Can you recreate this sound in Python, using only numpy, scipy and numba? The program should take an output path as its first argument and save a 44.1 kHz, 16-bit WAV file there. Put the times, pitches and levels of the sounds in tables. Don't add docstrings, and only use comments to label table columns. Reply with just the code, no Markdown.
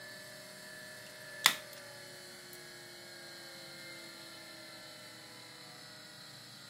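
import sys
import numpy as np
from scipy import signal
from scipy.fft import rfft, irfft
from scipy.io import wavfile
from scipy.ndimage import uniform_filter1d
from numba import njit

SR = 44100
rng = np.random.default_rng(int(sys.argv[2]) if len(sys.argv) > 2 else 0)


def store_pcm(level_fs):
    pcm = np.round(np.clip(level_fs, -1, 1) * 32767).astype(np.int16)
    wavfile.write(sys.argv[1], SR, np.atleast_2d(pcm).T)


def ratio(d):
    e = np.asarray(d, float) / 20
    return 10 ** e


N = 295029
TIME = np.arange(N) / SR

SHAFT_HZ, BALL_PASS_HZ = 123.787, 579.525
POWER_CUT_S, DRAG, DRAG_GROWTH = 1.5, .038353, .0005335


def level(x, db):
    return x * ratio(db) / np.sqrt(np.mean(x ** 2))


def colour(x, shape):
    hz, db = np.transpose(shape)
    bins = np.maximum(np.arange(len(x) // 2 + 1) * SR / len(x), 1)
    gain_db = np.interp(np.log(bins), np.log(hz), db, left=-80, right=-80)
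    return irfft(rfft(x) * ratio(gain_db), len(x))


@njit
def svf(x, hz, width):
    y, b, l = np.empty(len(x)), 0., 0.
    for i in range(len(x)):
        g, k = np.tan(np.pi * hz[i] / SR), width / hz[i]
        v = (b + g * (x[i] - l)) / (1 + g * (g + k))
        b, l, y[i] = 2 * v - b, l + 2 * g * v, k * v
    return y


def band(x, hz, width):
    centre = hz * np.ones(len(x))
    once = svf(x, centre, 1. * width)
    return level(svf(once, centre, 1. * width), 0)


def noise(length):
    return rng.standard_normal(length)


def walk(rate):
    k = int(SR / rate)
    steps = np.repeat(noise(N // k + 1), k)
    return 1.62 * uniform_filter1d(uniform_filter1d(steps, k), k)[:N]


def fade(length, t60):
    return np.exp(-np.log(1000) * np.arange(length) / SR / max(t60, .002))


def spin():
    coast = np.maximum(TIME - POWER_CUT_S, 0)
    return np.cumsum(np.exp(-DRAG * coast - DRAG_GROWTH * coast ** 2)) / SR


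# pitch_hz, level_db (per Hz)
RUMBLE_SHAPE = [(12, -42), (20, -11), (48, -17), (65, -8.5), (93, -8), (123, 2.5), (252, 0), (330, -1),
                (430, -26), (730, -120)]
# pitch_hz, level_db
HUM_LINES = [(118.4, -70), (145.3, -71.5), (193.8, -71)]


def outside():
    rumble = level(colour(noise(N), RUMBLE_SHAPE), -64.5) * ratio(0.21 * walk(3.58))
    hum = 0
    for hz, db in HUM_LINES:
        swell, drift = ratio(db + 2.5 * walk(4.29)), 1.85 * walk(3.4)
        hum = hum + np.sqrt(2) * swell * np.sin(2 * np.pi * hz * TIME + drift)
    return rumble + hum


CABIN_T60_S = 0.32
# start_s, peak_db, centre_hz, width_hz, t60_s
FINGER_TICKS = [(1.057, -51, 5000, 9000, 0.034), (1.066, -46, 2850, 600, .06),
                (1.4435, -46, 200, 300, 0.075), (1.488, -40, 13500, 4000, .015),
                (1.065, -47, 6000, 10000, 0.035), (1.097, -47, 6000, 8000, .03),
                (1.444, -26, 3500, 1000, 0.035), (1.4452, -35, 3540, 1200, 0.02),
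                (1.4446, -29, 6550, 5000, 0.014), (1.458, -42, 4000, 6000, 0.034),
                (1.7305, -39.5, 13000, 8000, .03), (1.735, -50, 15200, 1200, .1),
                (1.766, -44, 3580, 3000, .03), (1.777, -42, 3500, 7000, 0.045),
                (2.5304, -38.5, 11600, 12000, 0.037), (2.533, -47, 14500, 4000, .09),
                (2.552, -45, 9000, 9000, .02), (1.731, -42, 4000, 7000, 0.023),
                (2.543, -47, 9000, 12000, .03)]


def ticks():
    out, length = np.zeros(N), 8192
    for s, db, hz, width, t60 in FINGER_TICKS:
        burst = band(noise(length), hz, width)
        decay = fade(length, t60) + 0.64 * fade(length, 0.0037) + 0.1 * fade(length, CABIN_T60_S)
        out[int(s * SR):][:length] += .5 * ratio(db) * burst * decay
    return out


# (listed, but every mode dies away with a t60 of 0.025
# s)
ROCKER_MODES = [(1200, -13, 0.066), (900, -31, .06), (2085, 6, 0.058), (2280, -9, 0.074), (3460, 5.5, 0.05),
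                (4680, 2.5, 0.04), (5130, 0.5, 0.032), (5400, -7, 0.053), (7340, 0, 0.04),
                (9000, -7, 0.046), (9900, -24, 0.025), (12400, -12, 0.038), (12500, -21, 0.13),
                (15200, -19, 0.039)]
# pitch_hz, level_db (per Hz)
CABIN_SHAPE = [(59, -54), (100, -25), (181, -1.5), (400, -7.5), (801, -8), (910, -2), (1100, -5), (1300, 0),
               (1520, -6.5), (1950, 2.5), (2750, -5.5), (3600, 4), (4380, -7.5), (13500, -13.5),
               (16000, -19)]
# centre_hz, width_hz, level_db, t60_s
CABIN_HOLLOW = [(72.5, 30, -61, .5), (152, 45, -50, .45), (880, 200, -47, 0.24), (1300, 260, -38, .3),
                (1950, 110, -29.5, 0.25), (2315, 72, -42.5, 0.39), (2510, 100, -38.5, 0.35),
                (3250, 160, -51, 0.32), (3480, 170, -41, 0.21), (4660, 150, -47, 0.11),
                (5240, 310, -36, 0.23)]
SNAP_S, SNAP_DB, CRACK_DB, CABIN_DB = 1.4596, -3.5, -2.5, -23.5


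def switch():
    t = TIME[:SR // 2]
    length = len(t)
    ring = 0
    for hz, db, t60 in ROCKER_MODES:
        decay = fade(length, min(0.95 * t60, .025))
        ring = ring + ratio(db) * decay * np.sin(2 * np.pi * (hz * t + rng.random()))
    crack = ratio(CRACK_DB) * fade(length, 0.02) * level(colour(noise(length), CABIN_SHAPE), 0)
    blow = (1 + 1.17 * fade(length, 0.0063)) * (1 - fade(length, 0.0033))
    hit = 0.64 * blow * (ring / np.abs(ring).max() + crack)
    thin_hit = signal.sosfilt(signal.butter(2, 800, "high", fs=SR, output="sos"), hit)

    tail = level(colour(noise(length), CABIN_SHAPE), CABIN_DB)
    tail = tail * fade(length, CABIN_T60_S) * (1 - fade(length, 0.0074))
    hollow = 0
    for hz, width, db, t60 in CABIN_HOLLOW:
        hollow = hollow + ratio(db) * band(noise(length), hz, width) * fade(length, t60)
    tail = tail + (1 - fade(length, .006)) * hollow

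    out = np.zeros(N)
    out[int(SNAP_S * SR):][:length] = ratio(SNAP_DB) * (thin_hit + tail)
    return out


# start_s, nearness_db (to the gap), tilt_db (from the high ring to the low ring)
HAND_MOVES = [(0.0, 5, -4), (0.5, -1.5, 1), (0.85, -3.5, 1.5), (1.28, -0.5, -4), (1.85, -3, 1), (2.1, 0, 4),
              (2.42, -1.5, 6), (2.83, 5, 0), (3.36, 6, -2.5), (3.62, 3, -1), (3.94, 4, -4), (4.5, 3, -6),
              (4.7, 3.5, -7), (4.9, 1, -3), (5.4, -7, 0), (5.87, -1.5, -3), (6.27, 4.5, -8.5),
              (6.69, 2, -4)]


def hand(turns):
    s, near_db, tilt_db = np.transpose(HAND_MOVES)
    speed_db = 20 * np.log10(np.gradient(turns) * SR)
    field = np.exp(-(np.maximum(TIME - POWER_CUT_S, 0) / 0.21) ** 2)
    near, tilt = np.interp(TIME, s, near_db), np.interp(TIME, s, tilt_db)
    return np.array([np.ones(N), near, tilt, speed_db, field])


def rattle(turns, rough):
    uneven = np.interp(SHAFT_HZ * turns % 1, np.arange(48) / 48, noise(48), period=1)
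    knock = np.exp(-((BALL_PASS_HZ * turns % 1 - .5) / .02) ** 2)
    race = np.tanh(2 * uneven)
    smear = signal.chirp(np.arange(512) / SR, 300, 512 / SR, 16000)
    knocks = signal.fftconvolve(knock * (race - race.mean() + .08), smear)[:N]
    return level(knocks, 0) + rough * noise(N)


# centre_hz, width_hz
CASE_RINGS = [(3030, 90), (5120, 260), (4040, 120), (11000, 350), (11900, 250), (3300, 220)]
# level_db, nearness_share, tilt_share, db_per_speed_db, powered_db
RING_DRIVE = [(-75, .01, 0.93, 0, -12), (-73, .01, -0.97, 2.5, 1.5), (-77.5, 0.16, -0.42, 17, 8.5),
              (-83, 0.39, -1.1, 0, 3), (-76.5, 0.23, -0.77, 5, 3), (-97, 0.99, -1.5, -1, -10)]


def rings(drive, controls):
    levels_db = np.array(RING_DRIVE) @ controls
    return sum(ratio(db) * band(drive, *ring) for ring, db in zip(CASE_RINGS, levels_db))


# pitch_hz, level_db (per Hz)
CASE_SHAPE = [(1290, -30), (2200, -19), (2420, -15), (2610, 2), (2830, -7), (2980, -1.5), (3680, 7),
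              (4180, 6.5), (4470, 12), (4820, 4.5), (5270, -9), (5550, -3.5), (6800, -13.5), (8840, -41),
              (15000, -120)]
PANEL_SHAPE = [(180, -25), (300, -3), (337, -17.5), (420, -6), (621, -2.5), (760, -4.5), (1080, -12),
               (1340, -2.5), (1550, -5), (1780, 1.5), (2150, -2), (2350, -13), (2500, -9.5), (3250, -30),
               (5500, -120)]
TREBLE_SHAPE = [(3240, -17.5), (5500, -6), (6110, -11), (7540, -1), (8380, -1), (9270, -7), (10700, -1),
                (12200, -8.5), (13400, -12.5), (15200, -13), (15700, -12)]
# level_db, nearness_share, tilt_share, db_per_speed_db, powered_db
CASE_DRIVE = (-64.5, 0.24, -0.15, 0.2, -0.2)
PANEL_DRIVE = (-57, -0.25, -0.48, 3.5, -1.9)
GAP_DRIVE = (-59.5, 0.5, -0.5, 3, -5.5)
TREBLE_DRIVE = (-60.5, 0.1, 0, 1.46, -0.5)
GAP_HZ, GAP_HZ_PER_SPEED_DB = 4280, 114


def hiss(turns):
    controls = hand(turns)
    drives = np.array([CASE_DRIVE, PANEL_DRIVE, GAP_DRIVE, TREBLE_DRIVE])
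    case_db, panel_db, gap_db, treble_db = drives @ controls
    drive = rattle(turns, rough=2.54)
    case = level(colour(drive, CASE_SHAPE), 2.76)
    panel = level(colour(drive + 2.54 * noise(N), PANEL_SHAPE), -1.46)
    gap = ratio(-6.5) * band(drive, GAP_HZ + GAP_HZ_PER_SPEED_DB * controls[3], 530.0)
    treble = level(colour(noise(N) + 0.67 * drive, TREBLE_SHAPE), 0.43)
    out = ratio(case_db) * case + rings(drive, controls) + ratio(panel_db) * panel
    return out + ratio(gap_db) * gap + ratio(treble_db + 0.33 * walk(7.2)) * treble


PATH_T60_S, HAND_MOVES_S, DIRECT = 0.18, 1.534, .8


def paths(x):
    step, out = int(HAND_MOVES_S * SR), np.zeros(N)
    for start in range(-step, N, step):
        part = slice(max(start, 0), min(start + 2 * step, N))
        share = np.sin(np.pi * (np.arange(N)[part] - start) / (2 * step))
        echoes = level(noise(4096) * fade(4096, PATH_T60_S), 0) / 64
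        echoes[0] = DIRECT
        out[part] += share / np.hypot(1, DIRECT) * signal.fftconvolve(x[part], echoes)[:len(share)]
    return out


# centre_hz, width_hz, gain (negative =
HOUSING_RESONANCES = [(335, 9, 2.9), (344, 14, 4.3), (357, 10, 5.4), (473, 7, 2.0), (505, 30, 0.3),
                      (531, 42, 3.0), (570, 32, 6.0), (616, 17, 18.8), (661, 131, -6.3), (723, 24, -0.7),
                      (787, 95, 3.5), (820, 14, -0.3), (849, 10, -7.4), (911, 116, -0.6),
                      (991, 14, 3.6), (1110, 34, 2.0), (1186, 13, -7.3), (1280, 53, 0.3), (1356, 28, 0.7),
                    (1408, 77, 3.3), (1457, 27, 0.8), (1514, 13, 3.7), (1581, 33, -0.5), (1638, 56, 5.1),
                    (1744, 73, 10.0), (1826, 47, 4.5), (1903, 31, 5.2), (1958, 212, -9.6),
                      (2012, 71, 1.8), (2107, 62, 18), (2183, 294, -0.8), (2907, 32, 0.1), (3024, 30, -8.3),
                   (3327, 153, 2.7), (3956, 32, 2.8), (4087, 144, 7.7), (4227, 192, 3.4), (4331, 498, -3.4),
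                   (4422, 73, 0.8), (4513, 141, -3.7), (4714, 35, -2.6), (5148, 95, 4.9),
                      (1027, 34, 2), (3535, 116, 0.5), (5520, 210, -1.7), (2390, 61, 1.5)]


def housing(hz):
    modes = HOUSING_RESONANCES
    return 1 + sum(gain / (1 + 2j * (hz - centre) / width) for centre, width, gain in modes)


# start_s, then one level_db per swinging tone
TONE_SWINGS = [(0, 2, -3, 5, 3), (.45, -3, 0, 4, -3), (.8, 1.5, 1, 0, -5), (1.15, 0.5, 3, -12, -8),
               (1.4, 4, 2, -5, -1), (1.9, -2, 4, 1, 1), (2.4, 1, 6, -1, -1.5), (2.9, 2.5, 4.5, 0, 6),
               (3.3, -1, -0.5, -3, 4), (3.65, 7, -1.5, -1, 5), (3.9, 6, 6, -3, -2), (4.2, -12, -8, -2, -7),
               (4.65, 2, -1, 4, 4), (5.15, 2, 4.5, -3, -4), (5.45, -17, -2, 0, -7), (5.7, 2, 3, -12, 8),
               (6.1, 0.5, 1.5, -4, -10), (6.69, -2.5, 1, -4, -1)]
SWINGING_TONES = [(3, 0), (4, 0), (9, 0), (0, 7)]


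def swing_db(ball, shaft):
    if (ball, shaft) not in SWINGING_TONES:
        return 0
    rows = np.transpose(TONE_SWINGS)
    return np.interp(TIME, rows[0], rows[1 + SWINGING_TONES.index((ball, shaft))])


def tone(turns, ball, shaft):
    hz = ball * BALL_PASS_HZ + shaft * SHAFT_HZ
    return np.sqrt(2) * np.sin(2 * np.pi * (hz * turns + rng.random()))


# ball_multiple, shaft_multiple (may be fractional), far_bearing_share (0-1),
# in_step_s, level_db (off resonance)
BEARING_TONES = [(0, 3, 0.0, 0.32, -78.9), (1, 0, 0.58, 1.65, -79.6), (0, 5, 0.0, -0.26, -86.6),
                 (3, 0, 0.5, 0.2, -79.4), (4, 0, 0.04, 0.25, -86.3), (8, 0, 0.06, 0.18, -80.0),
                 (7, 3, 0.07, 0.17, -81.4), (1, 1, 0.11, 1.08, -88.3), (0, 4, 0.0, 2.94, -82.9),
                 (-1, 10, 0.5, 0.81, -94.1), (0, 6, 0.0, -0.57, -92.2), (0, 7, 0.0, -1.98, -84.2),
                 (1, 3, 0.3, 1.3, -83.6), (0, 8, 0.0, 1.83, -87.7), (2, 0, 0.15, 0.62, -84.9),
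                 (1, 5, 0.45, 1.71, -88.2), (-2, 22, 0.1, 0.08, -81.3), (1, 11, 0.19, 0.82, -89.2),
                 (3, 3, 0.43, 0.49, -94.8), (6, 0, 0.2, 0.21, -84.4), (1, 6, 0.1, 0.27, -87.8),
                 (2, 2, 0.3, 0.64, -88.5), (-1, 17, 0.12, 0.31, -86.9), (2, 3, 0.33, 0.14, -86.8),
                 (4, -6, 0.23, 0.43, -86.7), (2, 5, 0.17, 0.11, -92.2), (1, 10, 0.13, 0.72, -88.4),
                 (3, 1, 0.1, 0.5, -91.8), (3, 2, 0.29, 0.29, -90.3), (7, 0, 0.15, 0.4, -88),
                 (8, -3, 0.09, 0.24, -88.6), (9, -3, 0.08, 0.25, -86.8), (8, 2, 0.11, 0.26, -88.9),
                 (8, 3, 0.1, 0.21, -87.7), (9, 0, 0.12, 0.41, -85.2), (6, -9, 0.14, 0.31, -90),
                 (5, 3, 0.1, 0.28, -90.5), (1, 13, 0.09, 0.05, -95.9), (10, -9, 0.12, 0.34, -92.6),
                 (3, 23, 0.08, 0.21, -92.2),
                 (10, 0, .2, .3, -83), (10, 3, .1, .2, -82), (11, 0, .2, .25, -83), (11, 3, .1, .2, -85),
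              (11, -3, .1, .3, -85), (0, 43.23, 0, 0, -87), (0, 39.55, 0, 0, -86.5), (0, 32.59, 0, 0, -88),
              (0, 19.95, 0, 0, -92), (0, 24.26, 0, 0, -88), (0, 34.59, 0, 0, -92), (0, 52.8, 0, 0, -86),
              (0, 38.72, 0, 0, -90), (2, 1, .2, .6, -92), (2, -3, .2, .5, -94), (0, 24.85, 0, 0, -93),
              (1, 4, .2, 1.2, -91), (3, -2, .2, .3, -89), (2, 4, .2, .4, -95), (5, 0, .2, .3, -87),
              (0, 25.92, 0, 0, -89), (0, 25.07, 0, 0, -87), (1, 7, .2, .9, -92)]
SLIP_HZ = .5507
TONE_BOOST_DB, TONE_DB_PER_SPEED_DB, TONE_FLUTTER_DB = 1.8, .8, 1.1


def whine(turns):
    slow = slice(0, N, 256)
    speed, out = np.gradient(turns)[slow] * SR, 0
    for ball, shaft, far, in_step_s, db in BEARING_TONES:
        pair = 1 + 1.04 * far * np.exp(2j * np.pi * ball * SLIP_HZ * (turns[slow] - in_step_s))
        gain = np.abs(pair * housing((ball * BALL_PASS_HZ + shaft * SHAFT_HZ) * speed))
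        swell = np.interp(TIME, TIME[slow], gain * speed ** TONE_DB_PER_SPEED_DB)
        tone_db = db + TONE_BOOST_DB + swing_db(ball, shaft) + TONE_FLUTTER_DB * walk(11)
        out = out + ratio(tone_db) * swell * tone(turns, ball, shaft)
    return out


def scene():
    turns = spin()
    mono = outside() + ticks() + switch() + paths(hiss(turns)) + whine(turns)
    return np.array([mono, mono])


# pitch_hz, empty_share (0-1)
EMPTY_SHARE = [(2500, .0), (2850, .05), (3300, .0), (5000, .01), (5650, .12), (5850, .03), (6120, .22),
               (6400, .05), (7800, .02), (9100, .1), (11000, .05), (13000, .24), (14500, .33), (15700, .18)]


def starve(x):
    hz, _, z = signal.stft(x, SR, nperseg=1024, noverlap=768)
    power = uniform_filter1d(uniform_filter1d(np.abs(z) ** 2, size=4, axis=0), size=9, axis=1)
    loud = power.sum(0) > 3 * np.median(power.sum(0))
    power = power / uniform_filter1d(power, size=30, axis=0)
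    share = np.interp(hz, *np.transpose(EMPTY_SHARE), left=0)
    place = (share * power.shape[1]).astype(int)
    bar = np.sort(power, axis=1)[np.arange(len(hz)), place][:, None]
    kept = z * ((power > bar) | loud)
    return signal.istft(kept, SR, nperseg=1024, noverlap=768)[1][:N]


def low_pass(x):
    return signal.sosfilt(signal.butter(12, 16330, fs=SR, output="sos"), x)


def record(dry):
    cut = signal.butter(2, 30, "high", fs=SR, output="sos")
    top = signal.ellip(8, .3, 60, 15700, fs=SR, output="sos")
    rounded = .8 * np.tanh(np.array([starve(dry[0])] * 2) / .8)
    mix = signal.sosfilt(np.vstack([cut, top]), rounded)
    return low_pass(mix)


dry = scene()
out = record(dry)
store_pcm(out)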